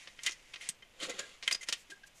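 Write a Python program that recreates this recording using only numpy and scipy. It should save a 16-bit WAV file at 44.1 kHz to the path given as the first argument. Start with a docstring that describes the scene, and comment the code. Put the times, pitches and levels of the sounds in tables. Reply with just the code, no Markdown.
"""Loading a pistol magazine

A plastic loader snaps down, a cartridge slides home and the loader rasps back up the magazine.
The next cartridge clatters against the steel lips and is pressed in with two snaps.
Clicks are noise bursts with a modal steel ring; slide and drag are random slips over hiss.
Knocked parts are damped sine clusters and finger brushes are swelling hiss.
A small room, a thin microphone sound and quiet background noise surround it all."""
import sys
import numpy as np
from scipy import signal
from scipy.fft import rfft, irfft
from scipy.io import wavfile
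from scipy.ndimage import uniform_filter1d

SR = 44100
rng = np.random.default_rng(int(sys.argv[2]) if len(sys.argv) > 2 else 0)


def bounce(signal):
    """Save signal as a 16-bit WAV file at the path given by the first command-line argument."""
    frames = np.transpose(np.atleast_2d(signal))
    limited = np.clip(frames, -1, 1)
    pcm = np.round(limited * 32767).astype(np.int16)
    wavfile.write(sys.argv[1], SR, pcm)


N = 97020  # length in samples, 2.2 s


def amp(db):
    """Decibels to gain."""
    return 10 ** (np.asarray(db) / 20)


def unit(x):
    """Scales to an rms of one."""
    return x / np.sqrt(np.mean(x ** 2) + 1e-20)


def add(mix, s, sound):
    """Mixes a sound in, starting at s seconds."""
    part = mix[max(0, round(s * SR)):][:len(sound)]
    part += sound[:len(part)]


def read(points, hz):
    """Reads a curve of (Hz, value) points on a log-frequency axis."""
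    f, value = np.transpose(points)
    return np.interp(np.log(hz + 1), np.log(f + 1), value)


def colour(x, points, size=2048):
    """Causal minimum-phase filter with the given spectrum in dB."""
    hz = abs(np.fft.fftfreq(size, 1 / SR))
    log_gain = np.log(amp(read(points, hz)))
    spectrum = np.exp(np.conj(signal.hilbert(log_gain)))
    taps = np.fft.ifft(spectrum).real
    return signal.fftconvolve(x, taps)[:len(x)]


def fade(t, t60):
    """Exponential decay that falls by 60 dB in t60 seconds."""
    return np.exp(-np.log(1000) * t / t60)


def level(curve, axis=1):
    """Gain at every sample from one dB column of a curve."""
    columns = np.transpose(curve)
    return amp(np.interp(np.arange(N) / SR, columns[0], columns[axis]))


def dense(n):
    """Noise with an even spectrum: countless overlapping modes in random phase."""
    phase = 2 * np.pi * rng.random(n // 2 + 1)
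    return unit(irfft(np.exp(1j * phase), n))


def uneven(n, depth_db, s):
    """A random gain that glides to a new value every s seconds."""
    knots = np.clip(rng.standard_normal(N // 4), -2, 2)
    wander = np.interp(np.arange(n) / SR / s, np.arange(len(knots)), knots)
    return unit(amp(depth_db * wander))


def balanced(x, order=140):
    """Evens out the broad tilt and humps of a noise burst and keeps its fine resonances."""
    power = uniform_filter1d(abs(rfft(x)) ** 2, order)
    inverse_db = -10 * np.log10(power + 1e-12)
    return colour(x, np.c_[np.fft.rfftfreq(len(x), 1 / SR), inverse_db])


def friction(slips_per_s, spread_db, hiss_db):
    """Tiny random slips of uneven size over a smooth hiss."""
    happens = rng.random(N) < slips_per_s / SR
    size = amp(spread_db * np.minimum(rng.exponential(1, N), 3))
    slips = happens * rng.choice([-1, 1], N) * size
    return unit(slips) + amp(hiss_db) * dense(N)


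# Ring of the steel magazine. Each row: mode in Hz, relative level in dB, 60 dB decay in seconds.
MAGAZINE_MODES = [(1373, -5.5, 0.029), (1617, -6, 0.057), (1885, -4, 0.061), (2077, 0.5, 0.044),
                  (2125, -5, 0.029), (2450, -12.5, 0.053), (2792, -20, 0.053), (2987, -7, 0.024),
                  (3138, -5, 0.047), (3634, -8.5, 0.022), (6404, -7, 0.049), (6920, -6, 0.033)]


def magazine(t):
    """The steel rings as a sum of decaying modes after one blow."""
    ring = np.zeros(len(t))
    for hz, db, t60 in MAGAZINE_MODES:
        ring += amp(db) * fade(t, t60) * np.sin(2 * np.pi * (hz * t + rng.random()))
    return ring


def rubbed_magazine(rub):
    """Every slip of the rubbing sets the magazine's modes ringing."""
    return unit(signal.fftconvolve(rub, magazine(np.arange(SR // 4) / SR))[:N])


# Cartridge sliding on steel. Each row: time in seconds, level in dB before body and room.
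SLIDE_LEVEL = [(0, -55), (.11, -61), (.15, -65), (.225, -57.5), (.26, -41.5), (.35, -60.5), (.42, -64),
               (.60, -60.5), (.62, -49.5), (.688, -51.5), (.73, -70), (1.42, -66.5), (1.435, -55.5),
               (1.505, -49), (1.59, -67), (1.635, -45.5), (1.655, -71), (1.68, -48), (1.80, -66),
               (2.2, -71)]
# Tone of brass on steel. Each row: frequency in Hz, relative level in dB.
SLIDE_COLOUR = [(100, -29), (600, -16), (1300, -13), (2000, 2), (3000, -2.5), (4200, -8), (6800, -7),
                (8500, -14.5), (10000, -14), (12000, -32.5), (14000, -78)]


def slide():
    """Brass rubs along the steel in small slips and sets the magazine ringing faintly."""
    rub = friction(slips_per_s=1800, spread_db=3.5, hiss_db=1.0)
    scrape = unit(colour(rub, SLIDE_COLOUR))
    return level(SLIDE_LEVEL) * unit(scrape + amp(-31.0) * rubbed_magazine(rub))


# Snaps and clicks of loader, cartridge and magazine. 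Each row: start in seconds, bass, middle, treble
# and top in relative dB, rise in seconds, 60 dB decay of the crack in seconds, magazine ring in relative dB.
CLICKS = [ (0.0724, -50.5, -42, -48.5, -88, 0.0014, 0.053, -7),
          (0.1877, -58, -41.5, -56, -81, 0.0036, 0.048, 1.5),
          (0.2339, -82, -50.5, -36.5, -42.5, 0.00031, 0.03, 1.5),
          (0.2623, -52.5, -25.5, -24.5, -28.5, 0.0023, 0.02, -1),
          (.2690, -45, -29.5, -30, -41.5, 0.00055, 0.036, 1.5),
          (.2800, -71, -29, -55, -65, 0.00059, 0.052, -8),
          (0.2927, -43.5, -45.5, -37.5, -50, 0.00065, 0.032, 0.5),
          (.3110, -69, -66, -29, -46, 0.00024, 0.0055, -12), (.3182, -88, -55, -41, -54, .0004, 0.063, 3),
          (.5350, -51.5, -30.5, -45, -55, 0.0054, 0.046, -19),
          (0.5581, -49.5, -35, -42.5, -65, 0.0037, 0.033, -9.5),
          (0.609, -72, -43, -66, -55.5, 0.0024, 0.089, 1), (0.689, -52, -40, -33.5, -34, 0.0003, 0.04, -3),
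          (0.822, -50, -50.5, -58, -75, 0.0039, 0.033, 0), (1, -54, -53, -70, -53.5, 0.0013, 0.055, 4.5),
          (1.095, -34, -64, -59, -31, 0.0034, 0.0096, 18),
          (1.1907, -42, -33.5, -29, -37, 0.0052, 0.027, -15),
          (1.4253, -49.5, -39, -41, -61.5, 0.0019, 0.074, -9),
          (1.4766, -39, -21, -32.5, -34.5, 0.0013, 0.029, -4),
          (1.5103, -43, -27.5, -36, -40.5, 0.0019, 0.086, -4.5),
          (1.5255, -51.5, -43, -25.5, -34.5, 0.0006, 0.036, -6.5),
          (1.5464, -43, -37.5, -34.5, -45, 0.0021, 0.046, -4), (1.609, -58, -54, -44, -47, 0.01, 0.048, 6),
          (1.628, -56, -52, -43, -46.5, 0.0064, 0.046, 9),
          (1.6864, -38.5, -32.5, -31.5, -39, 0.0014, 0.05, -5),
          (1.725, -43, -27, -28, -38.5, 0.0014, 0.058, -7), (1.898, -54, -45, -46, -51, 0.012, 0.093, 2.5),
          (2.033, -66, -48, -53.5, -82, 0.006, 0.034, -19)]
# Where the bass, middle, treble and top of a click sit, in Hz.
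CLICK_BAND_HZ = [500, 2600, 5700, 9200]
# Tone shared by all clicks. Each row: frequency in Hz, gain in dB.
CLICK_COLOUR = [(40, -3), (170, 6.5), (550, 10.5), (850, 5), (2000, 7.5), (3200, 11.5), (5000, 9),
                (7000, 9.5), (9200, 9.5), (10500, 4), (12000, -5), (14000, -8)]
CLICK_DB, RING_DB = -0.5, -6.5  # trims for all clicks and for the ring inside them
CHATTER_DB, CHATTER_S = 2.5, 0.00092  # parts chatter while they meet


def clicks(size=12288):
    """Each blow is a short noisy crack plus the magazine's ring, coloured by where it lands."""
    out, t = np.zeros(N), np.arange(size) / SR
    for s, *bands_db, rise, t60, ring_db in CLICKS:
        attack = np.minimum(t / max(rise, 1 / SR), 1)
        shape = attack * fade(t, t60)
        burst = dense(size) * uneven(size, CHATTER_DB, CHATTER_S) * shape
        crack = balanced(burst) * np.linalg.norm(shape)  # restores the energy of the shape
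        ring = amp(RING_DB + ring_db) * attack * magazine(t)
        add(out, s, colour(crack + ring, list(zip(CLICK_BAND_HZ, bands_db))))
    return amp(CLICK_DB) * colour(out, CLICK_COLOUR)


# Tones of single knocked parts, brass cases high and loader low. Each row: start in seconds,
# pitch in Hz, level in dB before the room, rise in seconds, time until damped by 60 dB in seconds.
PINGS = [(.270, 2025, -33.5, 0.002, 0.067), (.6895, 8300, -26.5, 0.00052, 0.012),
         (.690, 150, -44, 0.0047, 0.019), (0.826, 3075, -48.5, 0.0027, 0.023),
         (1, 3104, -45, 0.0024, 0.051), (1.024, 303, -48.5, 0.0065, 0.042), (1.090, 507, -40, 0.014, 0.053),
         (1.112, 2040, -42, 0.0046, 0.055), (1.146, 375, -55, 0.0041, 0.044),
         (1.1925, 6910, -25.5, 0.0041, 0.011), (1.196, 1651, -45.5, 0.002, 0.089),
         (1.229, 1640, -44.5, 0.0043, 0.058), (1.4774, 1060, -38.5, 0.0013, 0.02),
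         (1.477, 3080, -24.5, 0.0016, 0.014), (1.610, 2053, -42, 0.0032, 0.055),
         (1.5246, 4890, -26, 0.00086, 0.017), (1.547, 4940, -29, 0.00084, 0.021),
         (1.686, 5090, -30, .001, 0.011), (1.893, 310, -49, 0.008, 0.026), (1.917, 392, -60, 0.0038, 0.069),
         (1.917, 1621, -44, 0.0035, 0.057), (2.034, 1625, -42.5, 0.0077, 0.029)]
PING_SPLIT = 0.023  # smallest relative offset of the neighbouring modes of a part not quite round
PING_SIDE_DB = -12  # each neighbour against the main mode


def pings():
    """A knocked part sounds a tight cluster of modes; the fingers damp it more and more firmly."""
    out, t = np.zeros(N), np.arange(SR // 2) / SR
    for s, hz, db, rise, length in PINGS:
        cluster = np.sin(2 * np.pi * hz * t)
        for way in (-1, 1):
            side_hz = hz * (1 + way * PING_SPLIT * rng.uniform(1.0, 1.49))
            cluster += amp(PING_SIDE_DB) * np.sin(2 * np.pi * (side_hz * t + rng.random()))
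        # squared time makes the decay steepen
        shape = np.minimum(t / rise, 1) * fade(t ** 2 / length, length)
        add(out, s, amp(db) * shape * cluster)
    return out


# Loader dragged along the magazine. Each row: time in seconds, rasp and hollow rumble in relative dB.
DRAG_LEVELS = [(.86, -99, -76), (.99, -57, -68), (1.015, -41.5, -48), (1.032, -32.5, -46),
               (1.065, -40.5, -48), (1.083, -51, -48.5), (1.10, -35.5, -40.5), (1.125, -47.5, -57.5),
               (1.14, -49, -49), (1.18, -50, -59), (1.195, -34, -43), (1.22, -48, -59), (1.27, -52, -62),
               (1.35, -58, -72), (1.43, -77, -89)]
# Tone of the rasp. Each row: frequency in Hz, relative level in dB.
RASP_COLOUR = [(300, -3.5), (850, -29.5), (1100, 1), (1650, 1), (2400, 3), (3300, 6), (4400, 1), (5500, -5),
               (7200, -0.5), (8500, -9), (11000, -12.5), (13500, -32)]
# Tone of the hollow shell. 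Each row: frequency in Hz, relative level in dB.
RUMBLE_COLOUR = [(40, -67), (110, -5), (170, -9.5), (380, -7.5), (520, -0.5), (700, -7.5), (2000, -35.5)]


def drag():
    """The loader rasps along the magazine in tiny slips and its hollow shell rumbles."""
    rub = friction(slips_per_s=900, spread_db=3.0, hiss_db=4)
    scrape = unit(colour(rub, RASP_COLOUR))
    rasp = unit(scrape + amp(-14) * rubbed_magazine(rub))
    rumble = unit(colour(rub, RUMBLE_COLOUR))
    return amp(-3.5) * (level(DRAG_LEVELS) * rasp + level(DRAG_LEVELS, axis=2) * rumble)


# Fingers brushing over the loader. Each row: start in seconds, length in seconds,
# level in dB at the top of the swell before the room.
BRUSHES = [(1.754, 0.091, -61.5), (2.061, 0.025, -58.5), (2.139, 0.084, -63)]
# Tone of skin on plastic. Each row: frequency in Hz, relative level in dB.
BRUSH_COLOUR = [(1200, -45.5), (3000, -14), (7000, -6), (14000, -21)]


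def brushes():
    """Skin on plastic: a soft hiss that swells and fades."""
    out = np.zeros(N)
    for s, length, db in BRUSHES:
        swell = np.sin(np.linspace(0, np.pi, round(length * SR)))
        hiss = unit(colour(dense(N), BRUSH_COLOUR))[:len(swell)]
        add(out, s, amp(db) * swell * hiss)
    return out


# Resonances and hollows of the magazine and loader held in the hand.
# Each row: centre in Hz, boost or cut in dB.
BODY = [(516, 2.5), (930, -3), (1065, 3.5), (1770, -1.5), (2060, 0.5)]
BODY_WIDTH_HZ = 102  # from the centre to where the dB bump falls to 1/e


def body(x):
    """Clicks, slide and drag all pass through the resonances of the same hollow body."""
    hz = np.fft.rfftfreq(2048, 1 / SR)
    gain_db = sum(db * np.exp(-((hz - centre) / BODY_WIDTH_HZ) ** 2) for centre, db in BODY)
    return colour(x, np.c_[hz, gain_db])


# Nearby surfaces. Each row: delay in seconds, level in dB against the direct sound.
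ECHOES = [(.00577, -13), (0.0101, -16)]
# Tail of the room. Each row: band centre in Hz, relative level in dB, 60 dB decay in seconds.
ROOM = [(246, -13, 0.2), (1020, -13.5, 0.14), (3060, -18.5, 0.13), (6430, -20, 0.1), (11900, -47, .22)]


def room(x):
    """Direct sound, a few close reflections and a faint tail that decays band by band."""
    t = np.arange(SR // 2) / SR
    hz, noise = np.fft.rfftfreq(len(t), 1 / SR), rfft(dense(len(t)))
    centres = [row[0] for row in ROOM]
    response = np.zeros(len(t))
    for share, (_, db, t60) in zip(np.eye(len(ROOM)), ROOM):
        # neighbouring bands crossfade
        band = irfft(noise * read(list(zip(centres, share)), hz), len(t))
        envelope = fade(t, t60) * np.minimum(t / 0.063, 1)  # the tail builds up over 63 ms
        response += amp(db) * band * envelope / np.linalg.norm(envelope)
    response[0] += 1  # direct sound
    for s, db in ECHOES:
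        add(response, s, amp([db]))
    return signal.fftconvolve(x, response)[:N]


# Tone of the background noise. Each row: frequency in Hz, relative level in dB.
FLOOR_COLOUR = [(25, 9), (60, -3), (150, -3.5), (400, -7), (900, -7), (2000, -11), (3000, -6),
                (4500, -18.5), (7000, -23), (14000, -24.5)]
FLOOR_DB = -65.5  # rms before the band limit
LOW_CUT_HZ = 185  # the small microphone hears little bass


def scene():
    """All the handling sounds in the room, heard through a small microphone over quiet noise."""
    handling = room(body(slide() + clicks() + drag()) + pings() + brushes())
    low_cut = signal.butter(2, LOW_CUT_HZ, "highpass", fs=SR, output="sos")
    heard = signal.sosfilt(low_cut, handling)
    floor = amp(FLOOR_DB) * unit(colour(dense(N), FLOOR_COLOUR))
    return (heard + floor)[None]


EDGE_HZ = 14000  # upper band edge


def record(dry):
    """The recorder's band limit: a steep linear-phase low-pass."""
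    taps = signal.firwin(255, EDGE_HZ, window=("kaiser", 8), fs=SR)
    return signal.oaconvolve(dry, taps[None], "same")


dry = scene()
out = record(dry)
bounce(out)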